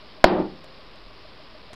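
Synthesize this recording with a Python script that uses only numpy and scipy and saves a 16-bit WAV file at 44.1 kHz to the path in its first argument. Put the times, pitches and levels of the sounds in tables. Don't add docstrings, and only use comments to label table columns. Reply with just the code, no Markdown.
import sys
import numpy as np
from scipy import signal
from scipy.io import wavfile

SR = 44100
rng = np.random.default_rng(int(sys.argv[2]) if len(sys.argv) > 2 else 0)


def file_out(sig):
    cols = np.atleast_2d(sig).T
    lim = np.clip(cols, -1, 1)
    pcm = np.round(lim * 32767).astype(np.int16)
    wavfile.write(sys.argv[1], SR, pcm)


N = 77175
BANG_S = 0.242
PASS_HZ = 5450


def from_db(db):
    return 10 ** (np.asarray(db) / 20)


def rms_one(x):
    return x / np.sqrt(np.mean(x ** 2) + 1e-20)


def since(s):
    return np.maximum(np.arange(N) / SR - s, 0)


def fade_db(s, t60):
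    return -60 * np.minimum(since(s) / t60, 5)


def decay(s, t60):
    return (since(s) > 0) * from_db(fade_db(s, t60))


def smooth(x, seconds):
    r = np.exp(-1 / (seconds * SR))
    return signal.lfilter([1 - r], [1, -r], x)


def ring(modes, s):
    out = np.zeros(N)
    for k, (hz, db, t60) in enumerate(modes):
        wave = np.sin(2 * np.pi * hz * since(s))
        out += (-1) ** k * from_db(db) * decay(s, t60) * wave
    return out


def at_hz(table, hz, axis=1):
    table = np.array(table)
    return np.interp(np.log(hz), np.log(table[:, 0]), table[:, axis])


def noise_bands(table):
    edges = 24 * 2 ** (np.arange(25) / 3)
    centres = np.sqrt(edges[:-1] * edges[1:])
    white = rng.standard_normal((2, N))
    bands = []
    for k, hz in enumerate(centres):
        band_pass = signal.butter(2, edges[k:k + 2], "band", fs=SR, output="sos")
        bands.append(from_db(at_hz(table, hz)) * signal.sosfilt(band_pass, white[k % 2]))
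    bands = np.array(bands)
    return centres, bands / bands.sum(axis=0).std()


def background():
    # [f/Hz, relative level/dB per Hz]
    tone_colour = [(30, 5.5), (70, -0.5), (160, -4), (300, -1.5), (600, -4.5), (900, -9), (1130, -2),
                   (1400, -13.5), (3000, -13), (5000, -14.5)]
    tone_db = -51
    flutter_s, flutter_width_s, flutter_hz, flutter_db = 1.07, 0.07, 38, -46
    tone = from_db(tone_db) * noise_bands(tone_colour)[1].sum(axis=0)
    t = np.arange(N) / SR - flutter_s
    swell = np.exp(-(t / flutter_width_s) ** 2)
    flutter = from_db(flutter_db) * swell * np.sin(2 * np.pi * flutter_hz * t)
    return tone + flutter


def converter(x):
    step_db, decimation = -42.5, 4
    step = from_db(step_db)
    guard = signal.firwin(161, PASS_HZ, window="blackman", fs=SR)
    slow = signal.resample_poly(x, 1, decimation, window=guard)
    coarse = step * np.floor(slow / step)
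    return signal.resample_poly(coarse, decimation, 1, window=guard)[:N]


def bubbles():
    # [t/s, peak level/dB]
    bubble_list = [(.034, -44.5), (.186, -43), (.644, -46), (.797, -46.5), (.954, -47), (1.105, -46.5),
                   (1.254, -43.5), (1.404, -43.5), (1.554, -42), (1.708, -40)]
    pitch_hz, swell_s, t60_s = 620.5, 0.008, 0.065
    out = np.zeros(N)
    for s, db in bubble_list:
        age = since(s - swell_s)
        swell = np.minimum(age / swell_s, 1)
        level = from_db(db + fade_db(s, t60_s))
        out += level * swell * np.sin(2 * np.pi * pitch_hz * age)
    return out


def bang():
    # [f/Hz, level/dB, t60/s]
    jar_modes = [(226, 9, 0.01), (1574, 29.5, .005), (641.7, 23.5, 0.021), (1913.3, 27, 0.0062),
                 (965.3, 14, 0.024), (4522, 0.5, 0.012)]
    crack_db, crack_t60_s = -4, 0.04
    crack = from_db(crack_db) * decay(BANG_S, crack_t60_s) * rng.standard_normal(N)
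    return crack + ring(jar_modes, BANG_S)


def microphone_push():
    push_hz, push_db, push_t60_s = 26, -5.5, 0.043
    return -ring([(push_hz, push_db, push_t60_s)], BANG_S)


def room_ring():
    # [f/Hz, relative level/dB per Hz, t60/s]
    room_bands = [(60, -17, 0.57), (122, -13, .38), (202.3, -1, 0.4), (360, 1.5, .33), (700, 4.5, 0.28),
                  (1280, -3, 0.23), (2240, -10, 0.21), (3680, -14, 0.2), (4900, -9, 0.1)]
    # [f/Hz, level/dB, t60/s]
    standing_waves = [(159.9, -36.5, 1.2), (175, -6.5, .35), (192.2, -4, .37), (247.2, -6, 0.23),
                      (313.8, 1.5, 0.33), (354.5, 4.5, .3), (377.3, -2.5, .35), (421.7, -8, 0.29),
                      (525, -45, 2.2), (605, -8, .33), (792, -7, .33), (885, -7, 0.29)]
    diffuse_db, build_s, delay_s = 7, 0.002, 0.004
    s = BANG_S + delay_s
    diffuse = np.zeros(N)
    for hz, band in zip(*noise_bands(room_bands)):
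        diffuse += band * decay(s, at_hz(room_bands, hz, axis=2))
    build_up = 1 - np.exp(-since(s) / build_s)
    return build_up * (from_db(diffuse_db) * diffuse + ring(standing_waves, s))


def gain_control(x):
    hold_db, squeeze = -15.5, 0.92
    sense_s, attack_s, reaction_s, release_db_per_s = 0.017, 0.0023, 0.0026, 400
    t = np.arange(N) / SR
    level_db = 10 * np.log10(smooth(x ** 2, sense_s) + 1e-12)
    over_db = np.maximum(level_db - hold_db, 0)
    held_db = np.maximum.accumulate(over_db + release_db_per_s * t) - release_db_per_s * t
    late_db = np.interp(t - reaction_s, t, smooth(held_db, attack_s))
    return x * from_db(-squeeze * late_db)


def knocks():
    # [t/s, starting rms level/dB]
    knock_list = [(0.6432, -45.5), (0.958, -55), (1.732, -37.5), (1.740, -45)]
    t60_s, dull_hz, top_hz = 0.029, 900, 10100
    grain = smooth(rng.standard_normal(N), 1 / (2 * np.pi * dull_hz))
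    grain = rms_one(signal.sosfilt(signal.butter(4, top_hz, fs=SR, output="sos"), grain))
    return grain * sum(from_db(db) * decay(s, t60_s) for s, db in knock_list)


def scene():
    return np.tile(background() + bubbles() + bang() + room_ring(), (2, 1))


def record(dry):
    drive_db, fine_hiss_db, cutoff_hz = 0.45, -68.5, 15500
    x = gain_control(dry.mean(axis=0)) + microphone_push()
    x = converter(np.clip(x, -1, 1))
    x = np.clip(from_db(drive_db) * x, -1, 1)
    soften = signal.butter(1, PASS_HZ, fs=SR, output="sos")
    fine_hiss = from_db(fine_hiss_db) * signal.sosfilt(soften, rng.standard_normal(N))
    x = x + knocks() + fine_hiss
    top_cut = signal.firwin(101, cutoff_hz, fs=SR)
    return np.tile(signal.fftconvolve(x, top_cut, "same"), (2, 1))


dry = scene()
out = record(dry)
file_out(out)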